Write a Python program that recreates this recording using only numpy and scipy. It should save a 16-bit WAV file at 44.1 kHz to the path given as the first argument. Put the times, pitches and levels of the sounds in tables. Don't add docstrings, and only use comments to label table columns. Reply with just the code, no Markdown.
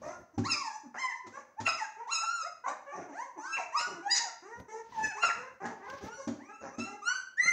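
import sys
import numpy as np
from scipy import signal
from scipy.fft import rfft, irfft, next_fast_len
from scipy.io import wavfile
from scipy.ndimage import uniform_filter1d, map_coordinates

SR = 44100
rng = np.random.default_rng(int(sys.argv[2]) if len(sys.argv) > 2 else 0)


def file_out(sig):
    cols = np.atleast_2d(sig).T
    lim = np.clip(cols, -1, 1)
    pcm = np.round(lim * 32767).astype(np.int16)
    wavfile.write(sys.argv[1], SR, pcm)


N = 331632


def amp(db):
    return 10 ** (np.asarray(db) / 20)


def unit(x):
    return x / np.sqrt(np.mean(x ** 2) + 1e-20)


def along(points, hz):
    point_hz, value = np.transpose(points)
    return np.interp(np.log(hz + 1), np.log(point_hz + 1), value)


def wobble(rate, size):
    knots = rng.standard_normal(int(size * rate / SR) + 4)
    return map_coordinates(knots, [np.arange(size) * rate / SR])


def filtered(x, gain):
    m = next_fast_len(len(x) + 8192)
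    return irfft(rfft(x, m) * gain(np.fft.rfftfreq(m, 1 / SR)), m)[:len(x)]


def noise(spectrum, size):
    white = rng.standard_normal(size)
    return unit(filtered(white, lambda hz: amp(along(spectrum, hz))))


def add(track, s, sound):
    start = max(round(s * SR), 0)
    part = track[start:start + len(sound)]
    part += sound[:len(part)]


# pitch_hz, level_db (only the shape matters)
ROOM_TONE = [(25, -21), (70, -5), (250, -2), (900, -4), (2000, -13), (3300, -25), (6000, -18), (9000, -31),
             (13500, -32), (15500, -24)]


def room_tone():
    return amp(-74) * noise(ROOM_TONE, N)


# middle_s, half_length_s, rumble_db, skin_rub_db
GRIP_SHIFTS = [(0.048, .16, -59, -74), (4.6, .05, -57, -80), (5.01, 0.12, -52.5, -58),
               (5.378, 0.12, -58, -75), (6.025, 0.16, -57, -60)]
# start_s, thud_db, tick_db
FINGER_BUMPS = [(4.598, -41.5, -56), (5.034, -44, -69), (5.068, -44, -53), (5.9, -68, -46),
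                (6.037, -42.5, -77), (7.455, -40.5, -73)]


def handling():
    middle, half_length, rumble_db, rub_db = np.transpose(GRIP_SHIFTS)
    grips = np.exp(-((np.arange(N)[:, None] / SR - middle) / half_length) ** 2)
    # pitch_hz, level_db
    body = [(25, -50), (70, -8), (115, -9.5), (220, -6.5), (700, -15.5), (3000, -51.5)]
    skin = [(200, 4), (1500, 10.0), (3300, 6.5), (6000, 5.5), (9000, -26.0), (13000, -20.0), (15300, -15.5)]
    track = grips @ amp(rumble_db) * amp(6.2 * wobble(19, N)) * noise(body, N)
    track += grips @ amp(rub_db) * amp(2.6 * wobble(60, N)) * noise(skin, N)
    t = np.arange(SR // 5) / SR
    for s, thud_db, tick_db in FINGER_BUMPS:
        thud = amp(thud_db - 60 * t / 0.085) * noise(body, len(t)) * (1 - np.exp(-t / 0.00038))
        tick = amp(tick_db - 60 * t / 0.055) * noise(skin, len(t))
        add(track, s, thud + tick)
    return track


# start_s, level_db, clack_db, heft_db (added to the modes below 200 Hz)
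DOOR_KNOCKS = [(.378, -28, -12.5, -1), (1.264, -54.5, 6, -6.5), (1.6, -44, 5, -2), (5.651, -41.5, 0, -13.5),
               (6.273, -33, -7, -12.5), (6.783, -34.5, -7.5, -14.5)]
# pitch_hz, level_db, t60_s (time to fall by 60 dB)
DOOR_MODES = [(106.3, -0.5, 0.13), (161.6, -4.5, 0.11), (202.3, -3.5, 0.019), (239.8, 3.5, 0.12),
              (286, 1, 0.11), (367.6, -14, 0.36), (550, -15, 0.091), (803, -5.5, 0.049)]
# pitch_hz, level_db (only the shape matters)
CLACK_COLOUR = [(100, -23.5), (700, 9), (1800, -2.5), (2700, -8.5), (3300, -10), (4200, -8.5), (6800, -3.5),
                (8500, -25.5), (15000, -47)]


def knocks():
    track = np.zeros(N)
    t = np.arange(SR // 2) / SR
    for s, level_db, clack_db, heft_db in DOOR_KNOCKS:
        panel = np.zeros(len(t))
        for hz, mode_db, t60 in DOOR_MODES:
            start_db = mode_db + heft_db * (hz < 200) + rng.normal(0, 1.15)
            panel += amp(start_db - 60 * t / t60) * np.sin(2 * np.pi * hz * t)
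        clack = amp(clack_db - 60 * t / 0.12) * noise(CLACK_COLOUR, len(t))
        soft_start = 1 - np.exp(-t / 0.0073)
        add(track, s, amp(level_db) * (1.51 * panel + clack) * soft_start)
    return filtered(track, lambda hz: amp(along([(30, -17.0), (90, 4.5)], hz)))


def roughness(spans, base):
    t = np.arange(N + SR) / SR
    share = np.full(len(t), base)
    for start, end, rough in spans:
        share[(t > start) & (t < end)] = rough
    return np.clip(uniform_filter1d(share, size=400), 0, .95)


# pitch_hz, level_db
SHUT_MOUTH = [(1900, -2), (2600, -12), (3700, -8.5), (5000, -26), (5900, 5), (7000, -9), (8200, -5.5)]


def cry(call, rough, jitter, attack, release, rasp_hz, air_db):
    s, *columns = np.transpose(call)
    first, last = max(int((s[0] - attack) * SR), 0), int((s[-1] + release) * SR)
    t = np.arange(first, last) / SR
    size = len(t)
    pitch, level, overtones, strain = [np.interp(t, s, c) for c in columns]
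    pitch = uniform_filter1d(pitch, size=400) * (1 + jitter * wobble(151.6, size))
    share = np.interp(t, np.arange(len(rough)) / SR, rough)
    shut = 1 - np.clip((level + strain + 52) / 14, 0, 1)
    phase = 2 * np.pi * np.cumsum(pitch * (1 + 0.051 * share * wobble(700, size))) / SR
    voice = np.zeros(size)
    for k in range(1, min(int(13000 / pitch.mean()), 26) + 1):
        hz = k * pitch
        treble = np.interp(hz, [3100, 3500], [0, 1])
        db = shut * along(SHUT_MOUTH, hz)
        db = db + (k > 1) * ((1 - treble) * overtones + treble * strain)
        db = db + 3.8 * wobble(43.65, size)
        steady = np.sin(k * phase)
        scatter = wobble(rasp_hz, size) * steady + wobble(rasp_hz, size) * np.cos(k * phase)
        voice += amp(db) * (np.sqrt(2 * (1 - share)) * steady + np.sqrt(share) * scatter)
    voice *= 1 + 0.8 * share * np.cos(phase / 2)
    low_colour = [(250, -42.5), (700, -20), (2800, 15), (4000, -42.0)]
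    high_colour = [(3000, -61.5), (4000, -5.5), (5200, -1), (6000, 8.5), (7500, -11), (11000, 1.5)]
    low_air = amp(np.maximum(overtones, -6)) * noise(low_colour, size)
    high_air = amp(strain) * noise(high_colour, size)
    puffs = 1 + 0.5 * np.cos(phase)
    voice += amp(air_db) * np.sqrt(share) * (low_air + 2.7 * high_air) * puffs
    fade_in = np.clip((t - s[0] + attack) / attack, 0, 1)
    fade_out = np.clip((s[-1] + release - t) / release, 0, 1)
    return t[0], voice * amp(level) * (fade_in * fade_out) ** 2


# pitch_hz, level_db
VOICE_COLOUR = [(200, 8), (400, 5), (900, 6), (1400, -3), (2000, -4.5), (2700, -10.5), (3080, -21.5),
                (3480, -19.5), (3900, -13), (5000, 1.5), (5600, -11), (6800, -5), (8100, -21.5),
                (9000, -33.5)]


def puppies(calls, rough, jitter, attack, release, rasp_hz, air_db):
    track = np.zeros(N)
    for call in calls:
        add(track, *cry(call, rough, jitter, attack, release, rasp_hz, air_db))

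    def colouring(hz):
        return amp(along(VOICE_COLOUR, hz) - 64 * np.log2(np.maximum(hz / 10000, 1)))
    return filtered(track, colouring)


def glide(row, onset_db, fade_db):
    start, length, first_hz, last_hz, glide_s, swell_s, level, overtones, strain = row
    t = np.linspace(0, length, 64)
    ease = 1 - np.exp(-t / glide_s)
    pitch = first_hz + (last_hz - first_hz) * ease / ease[-1]
    effort = np.interp(t, [0, min(swell_s, length), length], [-onset_db, 0, -fade_db])
    return np.column_stack(np.broadcast_arrays(start + t, pitch, level + effort, overtones, strain))


def grunt(row):
    start, length, first_hz, last_hz, *levels = row
    glide_s, swell_s = .08, 0.33 * length
    return glide((start, length, first_hz, last_hz, glide_s, swell_s, *levels), onset_db=6.5, fade_db=5.5)


# start_s, length_s, first_hz, last_hz, level_db, low_overtones_db, treble_strain_db
GRUNT_CALLS = [ (0.021, 0.14, 567, 700.3, -45, -3, -7), (0.339, 0.024, 325, 322, -57, -11, -13),
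               (0.837, 0.041, 331, 239, -54, -16, -16), (1.244, 0.039, 399, 316, -56, -11, -25),
               (1.328, 0.09, 494, 596.6, -51, 2.5, -5), (1.972, 0.088, 412.4, 496, -59, 7.5, -8),
               (2.643, 0.093, 491, 600, -51, 10, -6), (2.866, 0.087, 558.5, 589, -52.5, 9.5, -11.5),
               (2.927, 0.13, 365.6, 364.4, -50.5, 0, -8), (3.083, 0.049, 326, 265.5, -54, -2.5, -10),
               (3.209, 0.081, 499, 554, -58.5, 3, -1), (3.364, 0.04, 386, 288.5, -48.5, -9.5, -32),
               (3.867, .14, 433, 330.2, -49, -6, -11.5), (4.426, 0.18, 325.3, 502.4, -51, -3, -11),
               (4.686, .12, 421, 459.4, -44.5, -4.5, -9), (5.153, 0.07, 407, 433, -51.5, -2.5, -7),
               (5.357, 0.13, 456, 528, -50, 1.5, -12), (5.606, 0.11, 386.8, 444.3, -50.5, 6, -9.5),
               (5.805, 0.088, 379.3, 424.4, -52, 0.5, -22), (5.881, 0.078, 505, 555.6, -54.5, 8.5, -5),
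               (6.013, .1, 388, 459, -54.5, 3, -2.5), (6.172, 0.086, 561, 543, -51.5, -0.5, 1),
               (6.487, 0.033, 388, 431, -60, 10.5, -6), (6.612, 0.09, 277.3, 266.7, -58, 6, -0.5),
               (6.853, 0.11, 375.4, 419.5, -58, 7.5, -1), ]
# start_s, end_s, roughness (0-1)
GROWL_SPANS = [(.02, .17, 0.73), (1.36, 1.43, 0.54), (2.66, 2.75, 0.62), (2.95, 3.04, 0.58),
               (3.87, 3.95, 0.55), (5.62, 5.72, 0.81), (6.61, 6.73, 0.8)]


def grunts():
    return puppies(map(grunt, GRUNT_CALLS), roughness(GROWL_SPANS, base=0.075), jitter=0.018,
                   attack=.008, release=0.013, rasp_hz=168.7, air_db=-15.0)


def whine(row):
    return glide(row, onset_db=17, fade_db=8)


# start_s, length_s, first_hz, last_hz, glide_s, swell_s, level_db, low_overtones_db, treble_strain_db
WHINE_CALLS = [ (1.142, 0.053, 896, 1029, 0.23, 0.027, -46.5, -4, -12),
               (1.57, 0.046, 754, 929, 0.025, 0.022, -43.5, -5, -22),
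               (2.211, 0.03, 567, 870, 0.024, 0.027, -41, 2, -13),
               (2.43, 0.047, 502, 724, .05, .045, -44.5, 4, -7),
               (2.665, 0.058, 598, 869, 0.034, 0.021, -50, 9.5, 5),
               (2.92, 0.031, 688, 859, 0.013, 0.015, -44, 3, -25),
               (3.126, .11, 534.4, 1097, .25, 0.073, -39.5, 0.5, -9.5),
               (3.397, 0.18, 1139, 1622, 0.042, 0.078, -37.5, -4, -9),
               (3.733, 0.067, 1002, 946, 0.033, 0.039, -41.5, -1.5, -3.5),
               (5.811, .08, 780, 1108, 0.12, .06, -50, 1, -20),
               (6.067, 0.12, 1142, 1477, 0.035, 0.087, -43, 5, -5),
               (6.395, .23, 758, 1345, .055, .15, -50, 10, -8),
               (6.701, 0.057, 1004, 1280, 0.16, 0.071, -48, -1, -7),
               (6.774, .12, 1263, 1370, 0.0386, 0.03, -41, 18, -1.5),
               (7.023, 0.19, 1183, 1551, 0.056, 0.053, -28, 0, -9.5),
               (7.068, 0.11, 764, 1450, 0.21, 0.047, -42, 0.5, -31),
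               (7.374, 0.39, 1648, 2077, 0.021, 0.057, -19.5, -15, -14),
               (7.421, 0.071, 1188, 1430, 0.078, 0.067, -34, 6, -6.5), ]


def whines():
    return puppies(map(whine, WHINE_CALLS), roughness([], base=0.0066), jitter=0.0071,
                   attack=.008, release=.012, rasp_hz=300, air_db=-7)


def yelp(contour, row):
    opens, length, swell_s, level, fade_db, overtones, strain, *gape_levels = row
    gape_db, gape_overtones_db, gape_strain_db = gape_levels
    s, hz = np.transpose(contour)
    t = np.linspace(s[0], s[-1], 128)
    swell = np.interp(t - s[0], [0, swell_s], [-11, 0])
    fade = np.interp(t, [opens, s[-1]], [0, -fade_db])

    def gape(hold):
        return np.interp(t - opens, [-0.022, 0, hold, hold + 0.027], [0, 1, 1, 0])
    lift = gape_db * gape(length)
    overtone_lift = gape_overtones_db * gape(length + 0.031)
    strain_lift = gape_strain_db * gape(length)
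    return np.column_stack([t, np.interp(t, s, hz), level + swell + fade + lift,
                            overtones + overtone_lift - lift, strain + strain_lift - lift])


# fundamental_db, low_overtones_db, treble_db
YELP_EFFORTS = [ (0.514, 0.016, 0.016, -38, 13, 1.5, -1.5, -6, 12.5, 9.5),
                (.995, 0.057, .055, -44.5, 1.5, 7.5, -5, 1, 9, 8),
                (1.671, 0.021, 0.005, -42.5, 3.5, 5.5, -2, 10, 13.5, 12.5),
                (2.125, .04, 0.059, -32, 1, -6.5, -8.5, -1, 12, 11),
                (3.536, 0.0086, 0.11, -41.5, 4, -5, -4, 0.5, 24, 6.5),
                (3.784, 0.039, 0.032, -34.5, 1.5, 4, -10.5, 1.5, 1.5, 11.5),
                (4.115, 0.065, 0.041, -40, 8, 1, -10, -6, 10.5, 23.5),
                (5.043, .045, 0.083, -39, 10, -1, -11, -11.5, 15, 9),
                (5.235, .045, 0.027, -43, 9, 5.5, -4.5, 15.5, 19, 15), ]
# time_s, pitch_hz
YELP_CONTOURS = [
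    [(0.44, 813), (0.484, 1353), (0.508, 1346), (0.542, 1208), (0.592, 1169), (0.614, 1107), (0.654, 909),
     (0.712, 829.5), (0.78, 865)],
    [(0.945, 697), (0.973, 816), (0.983, 943), (1.001, 1073), (1.069, 1002), (1.079, 1009), (1.101, 1002),
     (1.113, 912), (1.125, 887)],
    [(1.65, 1330), (1.67, 1415), (1.7, 1262), (1.774, 1254), (1.782, 1188), (1.798, 986), (1.82, 865),
     (1.84, 838), (1.855, 784)],
    [(2.075, 840), (2.107, 1255), (2.123, 1395), (2.163, 1274), (2.201, 1345), (2.283, 1347), (2.309, 1418),
     (2.365, 1376), (2.44, 1254)],
    [(3.38, 864.5), (3.4, 858), (3.434, 930), (3.488, 1307), (3.562, 1342), (3.578, 1134), (3.602, 690),
     (3.61, 668), (3.64, 653)],
    [(3.725, 885.5), (3.741, 1047), (3.767, 1216), (3.795, 1348), (3.805, 1425), (3.815, 1446),
     (3.881, 1475), (3.893, 1454), (3.91, 1456)],
    [(4.03, 777.5), (4.088, 843), (4.11, 967), (4.154, 992), (4.186, 940), (4.234, 919), (4.254, 781),
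     (4.268, 742), (4.3, 671)],
    [(4.925, 995), (4.931, 995), (4.949, 913), (4.993, 874.4), (5.033, 863.8), (5.085, 874), (5.099, 849),
     (5.109, 815), (5.125, 714)],
    [(5.155, 834), (5.167, 889.2), (5.197, 1300), (5.219, 1399), (5.259, 1345), (5.285, 1245),
     (5.291, 1180), (5.307, 834.9), (5.32, 850)],
]
# start_s, end_s, roughness (0-1)
CRACK_SPANS = [(.52, .565, .28), (.93, .972, 0.89), (1.664, 1.688, 0.5), (2.121, 2.155, 0.08),
               (3.565, 3.6, 0.37), (3.795, 3.82, 0.54), (4.15, 4.2, 0.62), (4.2, 4.3, 0.12),
               (5.228, 5.255, 0.33), (5.285, 5.31, 0.42)]


def yelps():
    return puppies(map(yelp, YELP_CONTOURS, YELP_EFFORTS), roughness(CRACK_SPANS, base=.025), jitter=0.00932,
                   attack=0.0065, release=0.008, rasp_hz=524.3, air_db=-12)


# pitch_hz, t60_s (time to fall by 60 dB)
ROOM_DECAY = [(100, 0.34), (400, 0.52), (1500, 0.48), (6000, 0.42), (12000, 0.27)]


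def room(x, early_db, tail_db=-6):
    hz, t, z = signal.stft(rng.standard_normal(SR * 3 // 4), SR, nperseg=256)
    decay = amp(-60 * t / along(ROOM_DECAY, hz)[:, None])
    tail = signal.istft(z * decay, SR, nperseg=256)[1]
    tail *= 1 - np.exp(-np.arange(len(tail)) / SR / 0.017)
    response = amp(tail_db) * tail / np.linalg.norm(tail)
    walls = (rng.uniform(.002, .022, size=8) * SR).astype(int)
    response[walls] += amp(early_db) * rng.standard_normal(size=8) / np.sqrt(8)
    response[0] += 1
    return signal.fftconvolve(x, response)[:N]


def scene():
    mix = room_tone() + handling()
    mix += amp(-1) * room(knocks(), early_db=-17.5)
    mix += amp(-3.0) * room(grunts(), early_db=-6.5)
    mix += amp(-1) * room(whines(), early_db=-2.5)
    mix += amp(-3.0) * room(yelps(), early_db=-6.0)
    return mix[None]


def record(dry):
    return filtered(dry[0], lambda hz: hz < 15720)[None]


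dry = scene()
out = record(dry)
file_out(out)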